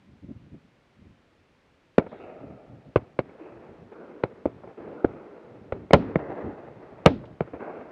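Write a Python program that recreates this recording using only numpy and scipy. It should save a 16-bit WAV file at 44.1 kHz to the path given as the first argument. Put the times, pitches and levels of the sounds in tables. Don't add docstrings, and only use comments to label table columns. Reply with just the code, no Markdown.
import sys
import numpy as np
from scipy import signal
from scipy.fft import rfft, irfft
from scipy.io import wavfile

SR = 44100
rng = np.random.default_rng(int(sys.argv[2]) if len(sys.argv) > 2 else 0)


def put_to_file(sound):
    columns = np.atleast_2d(sound).T
    safe = np.clip(columns, -1, 1)
    whole_steps = np.round(safe * 32767)
    wavfile.write(sys.argv[1], SR, whole_steps.astype(np.int16))


def convert_level_to_amplitude(level_db):
    exponent = np.asarray(level_db, float) / 20
    return 10 ** exponent


N = 348831
STEP = 32


def coloured(x, points):
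    hz, level_db = np.transpose(points)
    grid_hz = np.maximum(np.arange(N // 2 + 1) * SR / N, 1)
    gain_db = np.interp(np.log(grid_hz), np.log(hz), level_db)
    y = irfft(rfft(x) * convert_level_to_amplitude(gain_db), N)
    return y / np.std(y)


def drift(rate_hz):
    r = np.exp(-2 * np.pi * rate_hz / SR)
    slow = signal.lfilter([1], [1, -2 * r, r * r], rng.standard_normal(N + SR))[SR:]
    return slow / np.std(slow)


def resonance(x, hz, width_hz):
    r = np.exp(-np.pi * width_hz / SR)
    zeros = np.array([1, 0, -1]) * (1 - r * r) / 2
    poles = [1, -2 * r * np.cos(2 * np.pi * hz / SR), r * r]
    return signal.lfilter(zeros, poles, x)


def narrow(x, hz, width_hz):
    return resonance(resonance(x, hz, width_hz), hz, width_hz)


def cut(x, hz, kind, order=2):
    return signal.sosfilt(signal.butter(order, hz, kind, fs=SR, output="sos"), x)


def add(out, at_s, piece):
    i = round(at_s * SR)
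    out[i:i + len(piece)] += piece[:N - i]


def dying(noise, t60_s, rise_ms=0.35):
    t = np.arange(len(noise)) / SR
    return noise * (1 - np.exp(-1000 * t / rise_ms)) * convert_level_to_amplitude(-60 * t / t60_s)


def per_sample(power):
    return np.sqrt(np.interp(np.arange(N) / STEP, np.arange(len(power)), power))


def blast(length_ms):
    t = np.arange(SR // 20) / SR / (length_ms / 1000)
    return -(1 - t) * np.exp(-t)


# start_s, blast_db, blast_length_ms, crack_ahead_ms, crack_db
SHOTS = [(1.9825, 4.9, 1.03, 1.59, -5.6), (2.9596, -3.3, 2.26, 1.28, -10.5),
         (3.1916, -4.5, 0.56, 1.83, -4.3), (4.2382, -4.6, 0.55, 2.0, -3.6), (4.4562, 1.5, 0.3, 1.02, -30),
         (5.0475, -0.9, 1.32, 2.52, -0.7), (5.7245, -13.4, 0.73, 1.5, -0.9),
         (5.9082, -4.9, 0.4, 1.38, -11.6), (5.9345, 13.6, 0.55, 1.08, 10.6),
         (6.1579, -6.0, 1.75, 1.65, -10.0), (7.0613, 11.0, 0.51, 1.34, -2.5),
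         (7.4077, -8.5, 0.96, 1.28, -8.1)]
# air_and_ground_cut_hz, bounce_after_ms, bounce_db, swing_db, swing_hz
GROUND = [(650, 7.19, -20.5, -0.1, 167), (1560, 1.99, 0.2, 10.5, 106), (2150, 5.61, -20.9, -1.7, 124),
          (2090, 5.5, -16.1, -1.6, 117), (500, 3.3, -2.1, -12.3, 111), (580, 3.36, -10.7, -7.2, 104),
          (1990, 2.01, -6.4, 3.9, 90), (850, 2.85, -10.5, -12.0, 92), (730, 7.37, -12.0, -3.3, 163),
          (1680, 6.08, -11.6, 8.8, 153), (3400, 3.94, -4.9, -3.2, 171), (1880, 1.61, -15.3, 4.8, 147)]


def pressure_fronts():
    out = np.zeros(N)
    t = np.arange(SR // 10) / SR
    swing_rise_s, swing_t60_s = .003, .04
    swell = (1 - np.exp(-t / swing_rise_s)) * convert_level_to_amplitude(-60 * t / swing_t60_s - 5)
    for shot, ground in zip(SHOTS, GROUND):
        start_s, blast_db, length_ms, ahead_ms, crack_db = shot
        air_hz, bounce_ms, bounce_db, swing_db, swing_hz = ground
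        fronts = [(-ahead_ms, crack_db, .53), (0, 0, 1), (bounce_ms, bounce_db, 1.55)]
        for after_ms, level_db, stretch in fronts:
            front = cut(blast(stretch * length_ms), air_hz, "low")
            add(out, start_s + after_ms / 1000, convert_level_to_amplitude(blast_db + level_db) * front)
        add(out, start_s, convert_level_to_amplitude(blast_db + swing_db) * swell * np.sin(2 * np.pi * swing_hz * t))
    return out


# boom_db, grass_db, grass_t60_s, bank_after_ms, bank_db
SURROUNDS = [(-25.5, -2, 0.078, 11.5, -14), (-24, -8.5, 0.079, 7.8, -12.5), (-27.5, -11.5, 0.061, 7.3, -19),
             (-28.5, -15, 0.086, 10, -26), (-22.5, -14.5, 0.1, 14, -30), (-22.5, -14.5, 0.062, 7, -24),
             (-33, -22.5, 0.13, 3.7, -21.5), (-39.5, -17, 0.034, 13, -23), (-3.5, 1, 0.13, 5.3, 7.5),
             (-19.5, -15.5, 0.083, 13, -49), (-7, -3.5, 0.16, 5.3, 5), (-26.5, -9, 0.046, 11, -27)]


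def booms():
    out = np.zeros(N)
    t = np.arange(SR // 10) / SR
    boom_hz, boom_t60_s = 81, 0.08
    for shot, around in zip(SHOTS, SURROUNDS):
        add(out, shot[0] + 0.0032, convert_level_to_amplitude(around[0] - 60 * t / boom_t60_s) * np.sin(2 * np.pi * boom_hz * t))
    return out


def near_scatter():
    out = np.zeros(N)
    split_hz, treble_share = 1050, 0.32
    noise = rng.standard_normal((len(SHOTS), 2, SR // 2))
    for shot, around, (grass, bank) in zip(SHOTS, SURROUNDS, noise):
        _, grass_db, t60_s, bank_ms, bank_db = around
        low = dying(cut(grass, split_hz, "low"), t60_s)
        high = dying(cut(grass, split_hz, "high"), treble_share * t60_s)
        add(out, shot[0] + 0.002, convert_level_to_amplitude(grass_db) * (low + high))
        add(out, shot[0] + bank_ms / 1000, convert_level_to_amplitude(bank_db) * dying(bank, 0.049))
    return out


# start_s, level_db
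THUDS = [
    (5.9312, -15),
    (7.0568, -15),
]


def thuds():
    out = np.zeros(N)
    for start_s, level_db in THUDS:
        knock = blast(1.0) + dying(rng.standard_normal(SR // 20), 0.0058)
        add(out, start_s, convert_level_to_amplitude(level_db) * cut(knock, 3900, "low"))
    return out


# start_s, peak_db, t60_s, cut_hz
SLAPS = [(2.063, -19.5, 0.042, 2190), (2.114, -27.5, 0.068, 2500), (2.126, -17, 0.041, 900),
         (3.164, -32, 0.032, 1200), (3.291, -29, 0.042, 2210), (3.351, -25, 0.045, 604),
         (4.634, -24, 0.087, 1000), (4.673, -19, 0.025, 1300), (4.820, -25, 0.037, 1500),
         (6.044, -29, 0.061, 2220), (7.235, -24, 0.05, 1300), (7.474, -24.5, 0.045, 1480),
         (7.532, -24.5, 0.18, 1830)]


def slaps():
    out = np.zeros(N)
    for start_s, peak_db, t60_s, cut_hz in SLAPS:
        slap = dying(rng.standard_normal(SR // 5), t60_s, rise_ms=3.3)
        add(out, start_s, convert_level_to_amplitude(peak_db + 5) * cut(slap, cut_hz, "low"))
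    return out


# centre_hz, width_hz, level_db
BOX = [
    (462, 308, 5.4),
    (1330, 120, -6),
    (2200, 260, 0),
]


def shots():
    direct = pressure_fronts() + booms() + thuds()
    scatter = near_scatter() + slaps()
    scatter = cut(scatter, 467, "low", order=1)
    scatter = cut(cut(scatter, 3500, "low"), 89, "high")
    heard = direct + scatter
    ringing = sum(convert_level_to_amplitude(level_db) * resonance(heard, hz, width_hz) for hz, width_hz, level_db in BOX)
    return cut(.6 * heard + ringing, 3800, "low")


# start_s, level_db, pitch_hz
SNAPS = [(1.983, -9.5, 1420), (1.981, -16, 2500), (2.959, -14.5, 2560), (3.192, -31, 4260),
         (4.237, -29.5, 4050), (5.046, -14.5, 1360), (5.046, -39, 2300), (5.908, -23, 2120),
         (5.907, -43, 3960), (5.933, -0.5, 3000), (6.158, -21, 1090), (6.157, -14, 2000), (7.060, 0, 2845),
         (7.061, 2.5, 1125), (5.936, 9, 1100), (2.960, -9.5, 1040)]


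def snaps():
    out = np.zeros(N)
    for start_s, level_db, pitch_hz in SNAPS:
        burst = dying(np.sign(rng.standard_normal(SR // 25)), 0.015, rise_ms=0.25)
        add(out, start_s, convert_level_to_amplitude(level_db + 11) * narrow(burst, pitch_hz, 450))
    return cut(out, 7000, "low")


def tick():
    out = np.zeros(N)
    start_s, level_db = 1.9836, -25
    out[round(start_s * SR)] = convert_level_to_amplitude(level_db)
    return cut(out, 6000, "high")


# start_s, level_db, t60_s
RUSTLES = [
    (5.938, -35, 0.37),
    (7.064, -31.5, 0.31),
    (7.254, -45, 0.067),
]


def rustles():
    out = np.zeros(N)
    for start_s, level_db, t60_s in RUSTLES:
        add(out, start_s, convert_level_to_amplitude(level_db) * dying(rng.standard_normal(SR // 2), t60_s))
    return cut(cut(out, 1700, "high"), 3700, "low", order=4)


ROLL_FALL_DB = 15


def roll(start_s, lasts_s, fall_db=ROLL_FALL_DB):
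    rise_s, hold_share = 0.0084, 0.18
    t = np.arange(0, N, STEP) / SR - start_s
    fall = convert_level_to_amplitude(-2 * fall_db * np.maximum(t / lasts_s - hold_share, 0))
    return np.clip(t / rise_s, 0, 1) ** 2 * fall


# freq_hz, level_db_per_hz
ROAR_COLOUR = [(88, -45), (150, -12.5), (335, -2.5), (648, 1), (737, -5), (786, -4.5), (1030, -13.5),
               (1190, -17), (1760, -19), (2160, -22), (2540, -34.5), (3130, -36), (7000, -55.5),
               (9100, -107), (15400, -120)]
# start_s, level_db, lasts_s, treble_rel_db, deep_rel_db
ROLLS = [(2.012, -43, 0.089, -10.5, -1), (2.13, -47, 0.11, -6, 1.5), (2.194, -44.5, 0.57, -12, -4),
         (2.430, -60.5, 0.71, -18, -7), (2.977, -51.5, 0.13, -6.5, -0.5), (3.213, -57, 0.45, -3.5, 5),
         (3.379, -49, 0.67, -9, 2), (3.913, -50.5, 0.88, -7, 5), (4.258, -59, 0.16, -12, 3),
         (4.490, -59.5, 0.6, -9, -3), (4.682, -47.5, 0.076, -11, -1.5), (4.772, -44.5, 1, -11, 3),
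         (5.07, -57, 0.46, -1, 2.5), (5.293, -56.5, 0.3, -9, 5), (5.74, -51.5, 0.13, -7, 7.5),
         (5.99, -43.5, 0.39, -6, 6), (6.185, -38, 0.53, -11.5, -3.5), (6.287, -41.5, 0.39, -9.5, 2.5),
         (6.815, -51, 0.81, -8, -1.5), (7.100, -50, 0.1, -5, 5), (7.195, -53, 0.23, -21, 1),
         (7.414, -55, 0.3, -3, 4.5), (7.59, -40, 0.43, -8, -1), (7.654, -39, 0.11, -22, -5)]
# start_s, level_db, lasts_s, pitch_hz
BANDS = [(2.082, -69, 0.21, 3520), (2.193, -63, 0.25, 2620), (2.194, -56, 0.56, 1357),
         (3.404, -67.5, 0.16, 2530), (3.389, -50.5, 0.19, 302), (6.005, -42.5, .15, 256),
         (3.937, -58.5, 0.21, 1560), (4.958, -57, 0.28, 1490), (6.196, -60.5, 0.36, 2100),
         (7.603, -63.5, 0.26, 2384), (7.603, -55.5, 0.25, 1620)]


def roar():
    sizes = rng.standard_normal(N) * (rng.random(N) < 9000 / SR)
    echoes = coloured(sizes * convert_level_to_amplitude(1.1 * drift(30)), ROAR_COLOUR)
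    deep = cut(echoes, 478, "low", order=4)
    middle = cut(cut(echoes, 475, "high", order=4), 758, "low", order=4)
    treble = cut(echoes, 1026, "high", order=4)
    treble = treble + 0.67 * resonance(treble, 1230, 540) + 2.86 * resonance(treble, 2570, 210)

    treble_fall_db = ROLL_FALL_DB - 1
    powers = []
    for start_s, level_db, lasts_s, treble_db, deep_db in ROLLS:
        shape = roll(start_s, lasts_s)
        treble_shape = roll(start_s, lasts_s, treble_fall_db)
        powers.append([convert_level_to_amplitude(2 * level_db) * shape,
                       convert_level_to_amplitude(2 * (level_db + deep_db)) * shape,
                       convert_level_to_amplitude(2 * (level_db + treble_db)) * treble_shape])
    powers = np.array(powers)
    total = powers.sum(axis=0)
    out = sum(per_sample(p) * layer / np.std(layer) for p, layer in zip(total, [middle, deep, treble]))

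    first = per_sample(powers[:4, 2].sum(axis=0))
    share = 0.66 * first / (per_sample(total[2]) + 1e-9)
    dip = share * resonance(out, 1016, 350)
    for start_s, level_db, lasts_s, pitch_hz in BANDS:
        band = narrow(sizes, pitch_hz, .26 * pitch_hz)
        out += convert_level_to_amplitude(level_db) * per_sample(roll(start_s, lasts_s)) * band / np.std(band)
    return out - dip


# peak_s, level_db, half_width_s
GUSTS = [(.115, -55.5, .07), (.247, -42, 0.022), (0.303, -39.5, 0.027), (.362, -47, 0.013),
         (.442, -50, 0.059), (0.544, -44, 0.03), (.640, -61.5, .04), (0.996, -49, 0.019),
         (1.070, -51, 0.074), (1.230, -70, .06), (1.410, -66, .03), (2.340, -56, .03), (2.440, -43, 0.027),
         (2.505, -44, 0.053), (2.735, -45.5, .07), (2.888, -50, 0.02), (3.570, -51.5, 0.056),
         (3.715, -54, 0.049), (3.825, -52, 0.062), (4.685, -53, 0.037), (4.850, -54, 0.081),
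         (6.960, -54.5, 0.052), (5.620, -50, 0.13), (5.815, -44.5, 0.09), (6.300, -42.5, 0.026),
         (6.470, -36.5, 0.048), (6.690, -54, 0.062), (7.320, -51, 0.026), (7.553, -40.5, 0.02),
         (7.800, -55.5, .06)]
# time_s, level_db
BREEZE = [(0, -66), (.62, -71.5), (1.9, -76), (2.2, -59), (4.0, -67.5), (5.3, -73.5), (6.8, -57),
          (7.9, -61.5)]
# freq_hz, level_db_per_hz
GUST_COLOUR = [(15, -43), (25, -22), (42, -4.5), (108, 6.5), (279, 1), (474, -24.5), (576, -23.5),
               (700, -35), (910, -63.5), (1540, -120)]


def gusts():
    edge_db = 8.5
    shake_db, shake_fall_db_per_s, shake_after_s = -21, 104, 0.014
    t = np.arange(0, N, STEP) / SR
    power = convert_level_to_amplitude(2 * np.interp(t, *np.transpose(BREEZE)))
    for peak_s, level_db, half_width_s in GUSTS:
        power = power + convert_level_to_amplitude(2 * (level_db - edge_db * ((t - peak_s) / half_width_s) ** 2))
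    for shot, around in zip(SHOTS, SURROUNDS):
        since_s = np.maximum(t - shot[0], 0)
        rise = np.minimum(since_s / shake_after_s, 1) ** 2
        power = power + rise * convert_level_to_amplitude(2 * (around[0] + shake_db - shake_fall_db_per_s * since_s))
    lumps = per_sample(power) * convert_level_to_amplitude(1.0 + 2.5 * drift(33))
    eddies = coloured(rng.standard_normal(N), GUST_COLOUR)
    reach = np.minimum(lumps / convert_level_to_amplitude(-44.5), 3)
    return lumps * (eddies + reach * cut(eddies, 300, "high"))


# freq_hz, level_db_per_hz
HISS_COLOUR = [(15, -26.5), (25, 1), (134, -0.5), (476, -3), (560, -3.5), (641, -8), (734, -7), (936, -9.5),
               (2350, -12), (16000, -37.5)]


def hiss():
    return convert_level_to_amplitude(-63) * coloured(rng.standard_normal(N), HISS_COLOUR)


def scene():
    guns = shots() + snaps() + tick() + rustles()
    return (guns + roar() + gusts() + hiss())[None]


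def low_pass(x):
    return signal.sosfilt(signal.butter(12, 16300, fs=SR, output="sos"), x)


def record(dry):
    ceiling, rumble_cut_hz, sag_hz, top_hz = .71, 45, 25, 4800
    hot = cut(dry, rumble_cut_hz, "high", order=1)
    clipped = hot / (1 + np.abs(hot / ceiling) ** 40) ** (1 / 40)
    sagged = cut(clipped, sag_hz, "high", order=1)
    return low_pass(cut(sagged, top_hz, "low", order=1))


dry = scene()
out = record(dry)
put_to_file(out)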